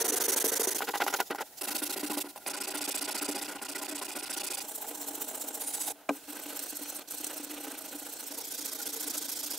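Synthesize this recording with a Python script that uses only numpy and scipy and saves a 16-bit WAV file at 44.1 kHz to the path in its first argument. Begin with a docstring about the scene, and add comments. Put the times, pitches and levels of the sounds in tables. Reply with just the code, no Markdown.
"""On a hollow wooden trunk with brass fittings, heard from close by, a hand makes very quick strokes: first with
folded sandpaper on a slat and along a brass plate, then with a wet wire brush over the brass.
Noise from countless sliding contacts follows the speed of each stroke and weakens towards the turn; the drag and
the jerk of setting off drive the wooden box as a set of resonances. The tool knocks on the trunk, the plastic back
of the brush raps on its edge, bristles squeak briefly on the brass, and a faint room tone lies beneath."""
import sys
import numpy as np
from scipy import signal
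from scipy.fft import rfft, irfft, next_fast_len
from scipy.io import wavfile
from scipy.ndimage import uniform_filter1d

SR = 44100
rng = np.random.default_rng(int(sys.argv[2]) if len(sys.argv) > 2 else 0)


def generate_wav(sig):
    """Save sig (samples, or channels by samples) to the path in sys.argv[1] as 16-bit PCM at SR."""
    pcm = np.round(np.clip(np.atleast_2d(sig).T, -1, 1) * 32767).astype(np.int16)
    wavfile.write(sys.argv[1], SR, pcm)


def field_ratio(decibels):
    """Amplitude ratio for a level in dB (20 dB per decade); scalars and array-likes work."""
    return 10 ** (np.asarray(decibels, dtype=float) / 20)


N = 422474   # samples
TIME = np.arange(N) / SR   # s
PAD = next_fast_len(N + SR // 4)   # transform length with room for ringing
HZ = np.maximum(np.arange(PAD // 2 + 1) * SR / PAD, 1)

# Places worked on. Each row: start in seconds, hiss left at the turn in dB, peakedness of the hiss over a stroke
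# (exponent), jerk at the start of a stroke in dB, brightening with effort in dB per dB and octave, base level of a
# flick late in the stroke in dB.
SPOTS = [(0, -33, 0.33, -7, 0.37, -25), (0.774, -12, 1.8, 0, .0, -16), (1.6, -21, 0.36, -4.5, 0, -17),
         (2.452, -50, 0.67, -12, 0.99, -25), (4.622, -4, 1.7, 0, 0.16, -20),
         (5.6, -2.5, 0.59, -7, 0.03, -29), (6.093, -4.5, 0.77, 1, 0.7, 4),
         (8.301, -11, 0.53, -5, 0.53, -26)]
# The tool bumping the trunk. Each row: time in seconds, strength of the blow in dB, strength of its treble tick
# in dB, frequency around which the modes answer most in Hz.
KNOCKS = [(0.042, -30, -55, 400), (0.121, -28, -55, 465), (0.201, -26, -55, 380), (0.281, -24, -55, 460),
          (0.361, -25.5, -55, 450), (0.442, -20.5, -50, 460), (0.519, -26, -52, 460),
          (0.596, -25, -55, 424), (0.672, -20.5, -52, 450), (0.747, -32.5, -52, 410),
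          (0.806, -21, -52, 830), (0.821, -15.5, -45, 1440), (0.872, -33, -49, 1300),
          (0.888, -26, -48, 1010), (0.939, -19.5, -47, 815), (0.956, -21, -43, 815),
          (1.003, -16.5, -42, 800), (1.020, -11, -45, 1440), (1.065, -18, -40, 800),
          (1.076, -27, -43, 2500), (1.081, -16, -47, 1420), (1.127, -24, -41, 950),
          (1.139, -15.5, -36, 1300), (1.188, -28, -47, 700), (1.202, -13, -31, 900), (1.301, -27, -47, 500),
          (1.306, -15.5, -45, 450), (1.310, -24, -37, 1800), (1.348, -23, -41, 750),
          (1.357, -29, -37, 1800), (1.385, -29, -47, 1390), (1.400, -29, -49, 1900),
          (1.408, -23.5, -50, 726), (1.416, -24.5, -46, 794), (1.587, -49, -55, 1500),
          (2.031, -21, -52, 300), (2.098, -23, -40, 300), (2.174, -29, -45, 770), (2.36, -31.5, -44, 775),
          (2.377, -38, -48, 825), (2.463, -31, -43, 770), (2.877, -31, -45, 300), (3.288, -19, -47, 302)]


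def at_hz(points):
    """Interpolation on a logarithmic frequency axis: a (Hz, value) table read at every bin."""
    hz, value = np.transpose(points)
    return np.interp(np.log(HZ), np.log(hz), value)


def coloured(mid, side, spectrum, likeness, low_hz, high_hz):
    """Spectral shaping and partial coherence: two noises become left and right; white ones get band rms near 1."""
    # Left over right. Each row: frequency in Hz, difference in dB.
    lean_points = [(2000, -1), (8500, -3.5), (14000, -1.5)]
    gain = field_ratio(at_hz(spectrum))
    in_band = (HZ > low_hz) & (HZ < high_hz)
    gain = gain / np.sqrt(np.sum(gain[in_band] ** 2) / len(HZ))
    alike = np.clip(at_hz(likeness), 0, 1)
    lean = field_ratio(at_hz(lean_points) / 2)
    mid = rfft(mid, PAD)
    side = rfft(side, PAD) * np.sqrt((1 - alike) / (1 + alike))
    left_right = np.array([(mid + side) * lean, (mid - side) / lean])
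    return irfft(gain * left_right, PAD)[:, :N]


def resonate(x, hz, width_hz):
    """Damped oscillator: a two-pole resonance with gain near 1 on top."""
    r = np.exp(-np.pi * width_hz / SR)
    feedback = [1, -2 * r * np.cos(2 * np.pi * hz / SR), r * r]
    return signal.lfilter((1 - r * r) / 2 * np.array([1, 0, -1]), feedback, x)


def flutter(rate_hz):
    """Low-passed random process: noise smoothed by two equal poles at this rate, scaled to standard deviation 1."""
    r = np.exp(-2 * np.pi * rate_hz / SR)
    slow = signal.lfilter([1], [1, -2 * r, r * r], rng.standard_normal(N + SR))[SR:]
    return slow / slow.std()


def impulses(times_s, heights):
    """Point excitation: single-sample clicks at these times."""
    clicks = np.zeros(N)
    clicks[np.round(np.asarray(times_s) * SR).astype(int)] = heights
    return clicks


def fading(x, time_s):
    """Exponential relaxation: one pole turns a click into a dying push."""
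    return signal.lfilter([1], [1, -np.exp(-1 / (time_s * SR))], x)


def rippled(x):
    """High modal density: many small resonances of tool and plate, as fixed random ripple; returns a spectrum."""
    spacing_hz, depth_db = 132, 1.1
    span = int(spacing_hz * PAD / SR)
    ripple = rng.standard_normal(len(HZ))
    for _ in range(2):
        ripple = uniform_filter1d(ripple, size=span)
    keep_power_db = depth_db ** 2 * np.log(10) / 20
    return rfft(x, PAD) * field_ratio(depth_db * ripple / ripple.std() - keep_power_db)


def strokes():
    """Reciprocating motion: one row per stroke of start s, hiss dB, box dB, extra jerk dB, lateness of its peak."""
    # Bouts of steady push and pull, four with paper, then four with the brush. Each row of a bout, one for every
    # third push: start in seconds, mean hiss level in dB, mean box level in dB.
    bouts = [
        [(-.042, -30, -39), (.194, -26.5, -38.5), (.435, -27.5, -39), (.665, -28.5, -43), (.89, -36.5, -54)],
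        [(.803, -39.5, -48), (1.0, -39, -42), (1.187, -37, -43), (1.372, -40, -47)],
        [(1.665, -34.5, -44.5), (1.887, -35, -47), (2.093, -38, -45.5), (2.305, -32.5, -49.5)],
        [(2.458, -33, -45.5), (2.665, -35.5, -46), (2.87, -31, -45), (3.07, -34.5, -44.5),
         (3.274, -32.5, -44.5), (3.474, -40, -45.5), (3.677, -37, -48.5), (3.874, -36, -47.5),
         (4.075, -37, -47.5), (4.289, -35.5, -47), (4.495, -33, -47.5), (4.705, -35.5, -56)],
        [(4.669, -42.5, -52.5), (4.866, -43, -49.5), (5.063, -41.5, -51), (5.265, -42.5, -48),
         (5.463, -41, -49), (5.661, -42.5, -49.5), (5.858, -37.5, -46), (6.06, -46, -46)],
        [(6.274, -48, -49.5), (6.475, -44.5, -48.5), (6.676, -42.5, -53), (6.872, -44, -50), (7.07, -48, -48.5)],
        [(7.098, -42.5, -51.5), (7.289, -43.5, -50), (7.491, -47, -50), (7.695, -47, -49.5),
         (7.906, -46.5, -52), (8.113, -43.5, -53), (8.324, -44, -54)],
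        [(8.3, -41.5, -49.5), (8.499, -38.5, -54), (8.707, -38.5, -50.5), (8.919, -38, -50.5),
         (9.128, -36, -50.5), (9.349, -37, -52), (9.566, -36.5, -50.5)],
    ]
    pushes_per_row = 3
    # Manner of each bout. Each row: share of the cycle taken by the push (fraction), push over pull in hiss in dB,
    # in box in dB, in jerk in dB, in lateness of the peak (log of an exponent).
    manner = [(.51, 1, 3, 2, 0.44), (0.51, 1.5, 20.5, -23, 0.76), (.51, 1.5, 4, 10, 0.65),
              (.52, 1.5, 5.5, 17, 0.53), (.57, 5.5, 1.5, -2, 0.67), (0.69, 3, -1.5, -0.5, 0.19),
              (.54, 1.5, 3.5, -10, .2), (.51, 1.7, 1.5, -5, 0.67)]
    # Strokes of altered contact, mostly barely touching. Each row: a time within the stroke in seconds, hiss lost
    # in dB, box lost in dB (a negative loss is a gain).
    falters = [(1.23, 10, 10), (2.25, 15, 1), (2.545, 5, 2), (3.42, -2.5, 0.5), (3.56, 4.5, -0.5),
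               (3.595, 16, 6), (7.475, 5.5, 1)]
    # Single movements between bouts: lifting, shifting, setting down; each lasts until the next movement.
    # Each row: start in seconds, hiss level in dB, box level in dB.
    strays = [(1.244, -48.5, -65), (1.301, -65, -36.5), (1.334, -76, -53), (1.379, -56, -43.5),
              (1.4, -43.5, -41), (1.431, -54, -65), (1.506, -59, -65), (1.562, -45.5, -67),
              (1.608, -34, -44.5), (1.628, -37, -46), (2.28, -46.5, -57.5), (2.322, -61, -67),
              (2.351, -51, -55), (2.391, -59, -60.5), (4.633, -46, -49.5), (5.925, -83, -59.5),
              (6.096, -52.5, -56.5), (6.216, -59, -59.5), (7.002, -52, -53.5), (7.033, -72, -61),
              (7.073, -50.5, -59)]
    hiss_spread_db, box_spread_db = 0.8, 1.5   # from stroke to stroke
    rows = [np.pad(strays, [(0, 0), (0, 2)])]
    begins = np.sort([row[0] for row in strays] + [bout[0][0] for bout in bouts] + [N / SR])
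    for bout, (share, *more_db) in zip(bouts, manner):
        cycles = np.arange(pushes_per_row * (len(bout) - 1) + 1)
        moments = np.sort(np.append(cycles, cycles + share))   # pushes and pulls alternate
        columns = [np.interp(moments, cycles[::pushes_per_row], column) for column in np.transpose(bout)]
        made = np.transpose(columns + 2 * [0 * moments])
        made[-1, 0] += share * (made[-2, 0] - made[-4, 0])   # the last pull lies past the table
        made[:, 1:] += np.outer((-1) ** np.arange(len(made)) / 2, more_db)
        made[:, 1:3] += rng.standard_normal((len(made), 2)) * [hiss_spread_db, box_spread_db]
        next_movement = begins[begins > bout[0][0]][0]
        rows.append(made[made[:, 0] < next_movement - 0.01])   # a bout runs until the next movement begins
    rows = np.vstack(rows)
    rows = rows[np.argsort(rows[:, 0])]
    for s, *lost_db in falters:
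        rows[np.searchsorted(rows[:, 0], s) - 1, 1:3] -= lost_db
    return rows


def hand(made):
    """Kinematics of the hand: for every sample the warped progress through its stroke (0-1), hiss dB, box dB, place."""
    start, hiss_db, box_db, _, late = made.T
    length = np.diff(start, append=2 * start[-1] - start[-2])
    k = np.clip(np.searchsorted(start, TIME, "right") - 1, 0, None)
    place = np.searchsorted(np.array(SPOTS)[1:, 0], TIME, "right")
    through = np.clip((TIME - start[k]) / length[k], 0, 1) ** np.exp(late[k])
    return through, hiss_db[k], box_db[k], place


def room_tone():
    """Diffuse background noise: coloured noise with frequency-dependent coherence and a slow random swell."""
    # Each row: frequency in Hz, relative spectral density in dB per Hz.
    room_colour = [(15, -51), (25, -22), (460, -14.5), (555, -14), (746, -6.5), (1090, -26.5), (15700, -17)]
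    # Each row: frequency in Hz, left-right likeness (0-1).
    room_likeness = [(60, 1), (170, 0.81), (400, 1), (1500, 0.5), (4000, 0.1), (13000, 0.41)]
    level_db = -56.5 + 2.0 * flutter(4.0)
    noise = rng.standard_normal((2, N))
    return field_ratio(level_db) * coloured(*noise, room_colour, room_likeness, low_hz=20, high_hz=16000)


def squeaks():
    """Narrow-band resonance: wire bristles sing on the brass as wavering tones that swell and fade."""
    # Each row: start in seconds, end in seconds, frequency in Hz, rms level at the height of the swell in dB.
    sung = [(5.659, 5.712, 9360, -36.5), (5.725, 5.88, 7860, -44)]
    width_hz = 60
    out = np.zeros(N)
    for begin, end, hz, level_db in sung:
        tone = rng.standard_normal(N)
        for _ in range(2):
            tone = resonate(tone, hz, width_hz)
        swell = np.sin(np.pi * np.clip((TIME - begin) / (end - begin), 0, 1))
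        out += field_ratio(level_db) * tone / tone.std() * swell
    return out


def raps():
    """Free vibration after impact: the plastic brush back bounces on the trunk's edge and its modes ring; mid, side."""
    # Bounces. Each row: time in seconds, strength in dB, hardness as tilt in dB per octave about 900 Hz.
    bounces = [(6.0884, -31.5, 0), (6.0914, -22.5, 2), (6.097, -27.5, 5.5), (6.105, -30.5, -2.5)]
    # Edge modes. Each row: frequency in Hz, relative level in dB, time to decay by 60 dB in seconds.
    edge_modes = [(281, -7.5, 0.11), (424, -4.5, 0.11), (520, -12, 0.081), (632, -6.5, 0.032),
                  (810, -1, 0.035), (1030, -11, 0.024), (1200, -6, 0.03), (1550, -10, 0.035),
                  (2010, -19, 0.025), (2410, -11.5, 0.021), (2880, -28, 0.014), (3900, -28, .015)]
    lag_cycles, spread_db, side_db = 0.82, 5.0, -16   # the lag makes low modes answer later
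    s, strength_db, tilt_db = np.transpose(bounces)
    out = np.zeros((2, N))
    for k, (hz, level_db, t60_s) in enumerate(edge_modes):
        height_db = strength_db + level_db + tilt_db * np.log2(hz / 900) + rng.normal(0, spread_db, len(s))
        clicks = impulses(s + lag_cycles / hz, field_ratio(height_db))
        r = field_ratio(-60 / (t60_s * SR))
        w = 2 * np.pi * hz / SR
        ringing = signal.lfilter([0, np.sin(w)], [1, -2 * r * np.cos(w), r * r], clicks + 1e-18)
        out += ringing * [[(-1) ** k], [field_ratio(side_db)]]
    return signal.sosfilt(signal.butter(3, 200, "high", fs=SR, output="sos"), out)   # no bass is radiated


def trunk(made, through, box_db, place):
    """Modal superposition: rough drag, jerk and judder as a stroke sets off, and knocks drive one set of modes; mid, side."""
    # Modes of the trunk. Each row: frequency in Hz, width in Hz, then the relative level in dB when driven at the
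    # slat, at the plate edge, beside the plate, through the brush held flat, through the brush held aslant.
    box_modes = [(222, 30, -47, -16, -15, -40, -40), (293.8, 18.3, -4.5, 4.5, 0, 7.5, 8.5),
                 (383.4, 40, -1.5, 0.5, -6, -7, -6.5), (450, 44, 1.5, 2.5, -14, 0.5, -1.5),
                 (547, 107, -6, -2.5, -9.5, -8.5, -7.5), (630.5, 25, -9, -8, -4.5, 3, -3),
                 (723, 36, -5.5, -8, -10, -2, -8), (809, 53.4, -11, 6, -2, 2.5, -3),
                 (889, 96, -10, 3, -12, -6, -9), (986, 39, -9, -2.5, -5, -14, -11),
                 (1285, 210, -12, -1.5, -14, -11.5, -11), (1419, 61, -14, 4.5, -3.5, -10, -6.5),
                 (1517, 102, -14, -7, -44, -12, -8), (1930, 120, -26, 0.5, -11, -17, -13),
                 (2580, 1100, -22.5, -10.5, -30, -17, -13)]
    # For each place: driving point (index of those five levels).
    driving_point = np.array([0, 1, 2, 2, 3, 3, 4, 4])
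    # For each place: extra loading of the low modes in dB.
    weight_db = [0.5, -0.5, 5, 3, -0.5, -2, -3.3, 0.5]
    springy_hz = 500   # below it, wires keep shaking the modes at the turn
    jerk_at_s, jerk_s, judder_s, blow_s = 0.00501, 0.00044, 0.00032, 0.0001   # delay into the stroke, decays
    jerk_spread_db, blow_spread_db, side_db = 3.5, 1.6, -15
    blow_lag_cycles = 0.26   # low modes answer a knock later
    focus_db = 16   # loss one octave from a knock's centre, growing with the square

    column = np.array(driving_point)[place]
    brush = column >= 3
    speed = np.sin(np.pi * through)
    inside = (made[:, 0] > 0) & (made[:, 0] < TIME[-1] - jerk_at_s)
    start, _, stroke_db, more_db, _ = made[inside].T
    jerk = field_ratio(stroke_db + more_db + np.array(SPOTS)[place[(start * SR).astype(int)], 3])
    judder = fading(impulses(start + jerk_at_s, jerk), judder_s)
    noise = rng.standard_normal((2, 2, N)) * field_ratio([[0], [side_db]])
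    s, strength_db, _, centre_hz = np.transpose(KNOCKS)
    modes = np.array(box_modes)
    power = np.pi * modes[:, 1] / SR @ field_ratio(2 * modes[:, 2:])   # what unit noise gives at each driving point
    out = 0
    for k, mode in enumerate(modes):
        hz, width_hz = mode[:2]
        low = hz < springy_hz
        wires = 0.58 * (1.6 + speed) if low else 1.074 * (0.51 + speed ** 2)
        paper = 0.33 + speed
        drag = np.where(brush, wires, paper) * field_ratio(box_db) + judder
        jerks = impulses(start + jerk_at_s, jerk * field_ratio(rng.normal(0, jerk_spread_db, len(start))))
        # every blow lands with new strengths per mode
        off_centre_db = focus_db * np.log2(hz / centre_hz) ** 2
        blow_db = strength_db - off_centre_db + rng.normal(0, blow_spread_db, len(s))
        blows = impulses(s + blow_lag_cycles / hz, field_ratio(blow_db))
        blows = fading(blows / np.sqrt(width_hz / np.median(modes[:, 1])), blow_s)
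        coupling = (field_ratio(mode[2:]) / np.sqrt(power))[column]
        force = drag * noise[k % 2] * field_ratio(3.47 * flutter(22.7))   # the drag wanders between the modes
        force[0] += 3.4 * fading(jerks, jerk_s)
        force *= coupling * field_ratio(low * np.array(weight_db))[place]
        # the sign cancels the one below in mid: a blow starts all modes the same way
        force += [[2.27 * (-1) ** k], [1.1 * field_ratio(side_db)]] * blows * coupling
        out = out + (-1) ** k * resonate(force, hz, width_hz)
    return signal.sosfilt(signal.butter(3, [215, 4500], "band", fs=SR, output="sos"), out)   # panels radiate no bass


def hiss(through, hiss_db, place):
    """Friction noise: thousands of grit or wire contacts, held until the grip is overcome, then rising with speed."""
    # Colour at each place, shaped by paper, hand and brush back. Each row of a place: frequency in Hz, relative
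    # spectral density in dB per Hz.
    colours = [
        [(1000, -25), (1700, -8.5), (2090, -4), (2510, -14.5), (3480, -8.5), (5000, -6.5), (6250, 1.5),
         (7600, -5), (9950, 0), (13500, -4), (15700, -8)],
        [(1000, -13), (1700, -8), (3500, 1), (6550, 3), (8660, -2.5), (10900, 2.5), (15700, 0.5)],
        [(1000, -20), (1700, -13), (2250, -8.5), (2730, 2), (3080, -6.5), (4270, -2), (6990, -5.5), (7820, -3),
         (10100, -0.5), (14800, -5.5), (15700, -7)],
        [(1000, -31), (1700, -24), (1950, -14.5), (2200, -15.5), (2500, -3), (2850, -7), (3150, -11.5),
         (3450, -6.5), (3780, -9.5), (5050, -5), (6930, -9.5), (7960, -4.5), (10900, -7), (11700, -12),
         (13800, -12.5), (15700, -18)],
        [(1000, -56), (1700, -32), (2920, -12), (3480, -12), (4190, -9), (4900, -15.5), (5640, -7),
         (6080, -8.5), (6730, -8.5), (7250, -1), (10200, -5.5), (10600, -5), (13300, -5.5), (14700, -2),
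         (15700, -4)],
        [(1000, -49), (1700, -17.5), (1990, -15), (3420, -12), (3680, -9), (4690, -11), (9070, -1.5),
         (15700, -9)],
        [(1000, -29), (1700, -14.5), (2270, -19.5), (2510, -8.5), (3890, -5), (4190, 0), (4730, -9),
         (5750, 0.5), (6490, -4), (7120, 0), (8660, 3), (10500, -3.5), (11900, 1), (14700, -2.5), (15700, -1)],
        [(1000, -33), (1700, -18), (2540, -12), (2780, -28), (3110, -6), (3960, -7), (5640, -1), (6080, -4),
         (6490, -2), (8820, -3), (9410, 1), (10400, -9), (11300, -0.5), (13900, -4.5), (15700, -7)],
    ]
    # Each row: frequency in Hz, left-right likeness (0-1).
    likeness = [(130, 1), (300, 1), (2300, 0.92), (3500, 0.51), (7000, 0.7), (13000, 0.48)]
    # Single wires catching and snapping free. Each row: time in seconds, strength in dB.
    snaps = [(5.03, -40), (5.219, -43), (5.30, -41), (6.092, -36), (6.592, -33), (7.244, -30), (7.268, -34),
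             (8.856, -41), (9.179, -29)]
    # For each place: extra brightening above 13 kHz with effort in dB per dB.
    sheen = [0.2, 0, 0.2, 0, .7, 0.3, 0, 0]
    uneven_db, grit_db, patchy_db = 0.98, 1.93, 2.5   # depth of the wobble, of single grains, of each band's flicker
    grip = 0.37   # share of the top speed below which nothing slides
    tick_s, snap_s = 0.0046, 0.0034   # decay times

    turn_db, peaked, brighter, flick_db = np.array(SPOTS)[place][:, [1, 2, 4, 5]].T
    sliding = np.clip((np.sin(np.pi * through ** 0.96) - grip) / (1 - grip), 0, 1)
    speed = field_ratio(turn_db) + sliding ** peaked
    harder_db = hiss_db - uniform_filter1d(hiss_db, size=6000)   # than the strokes around it
    over_edge = np.exp(-((through - 0.62) / 0.016) ** 2)   # a raised edge late in the stroke
    flick = field_ratio(flick_db + np.clip(harder_db, -9, 2.2)) * over_edge
    level = field_ratio(uniform_filter1d(hiss_db, size=200) + uneven_db * flutter(51)) * (speed + flick)
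    effort_db = 20 * np.log10(level / np.sqrt(uniform_filter1d(level ** 2, size=6000)))
    effort_db = np.clip(effort_db, -9, 9)
    s, _, tick_db, _ = np.transpose(KNOCKS)
    level = level + fading(impulses(s, field_ratio(tick_db)), tick_s)   # a knock ticks in the treble too
    s, snap_db = np.transpose(snaps)
    level = level + fading(impulses(s, field_ratio(snap_db)), snap_s)

    grains = field_ratio(grit_db * (np.minimum(rng.exponential(1, N), 5) - 2.5))
    contacts = level * grains * rng.standard_normal((2, N))
    spectrum = 0
    for k, colour in enumerate(colours):
        here = contacts * (place == k)
        spectrum = spectrum + rippled(coloured(*here, colour, likeness, low_hz=4000, high_hz=15000))

    out, centres_hz = 0, np.geomspace(1500, 16000, num=30)
    for k, hz in enumerate(centres_hz):   # harder strokes differ in brightness, every band flickers on its own
        window = np.interp(np.log(HZ), np.log(centres_hz), np.arange(len(centres_hz)) == k)
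        band = irfft(spectrum * window, PAD)[:, :N]
        tilt = brighter * np.log2(hz / 9000) + (hz > 13000) * np.array(sheen)[place]
        out = out + band * field_ratio(tilt * effort_db + patchy_db * flutter(40.0))
    return out


def scene():
    """Superposition of sources: the hiss spreads between the ears, the box sits almost in the middle."""
    made = strokes()
    through, hiss_db, box_db, place = hand(made)
    mid, side = trunk(made, through, box_db, place) + raps()
    side = signal.sosfilt(signal.butter(2, 2200, fs=SR, output="sos"), side)
    wood = mid + side * [[1], [-1]]
    return room_tone() + squeaks() + wood + hiss(through, hiss_db, place)


def top_cut(x):
    """Nothing passes above the cut-off."""
    return signal.sosfilt(signal.butter(12, 16530, fs=SR, output="sos"), x)


def record(dry):
    """Band limitation: a steep elliptic low-pass removes the top."""
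    low_pass = signal.ellip(10, 0.5, 55, 15730, fs=SR, output="sos")   # order, ripple dB, stopband dB, edge Hz
    mix = signal.sosfilt(low_pass, dry)
    return top_cut(mix)


dry = scene()
out = record(dry)
generate_wav(out)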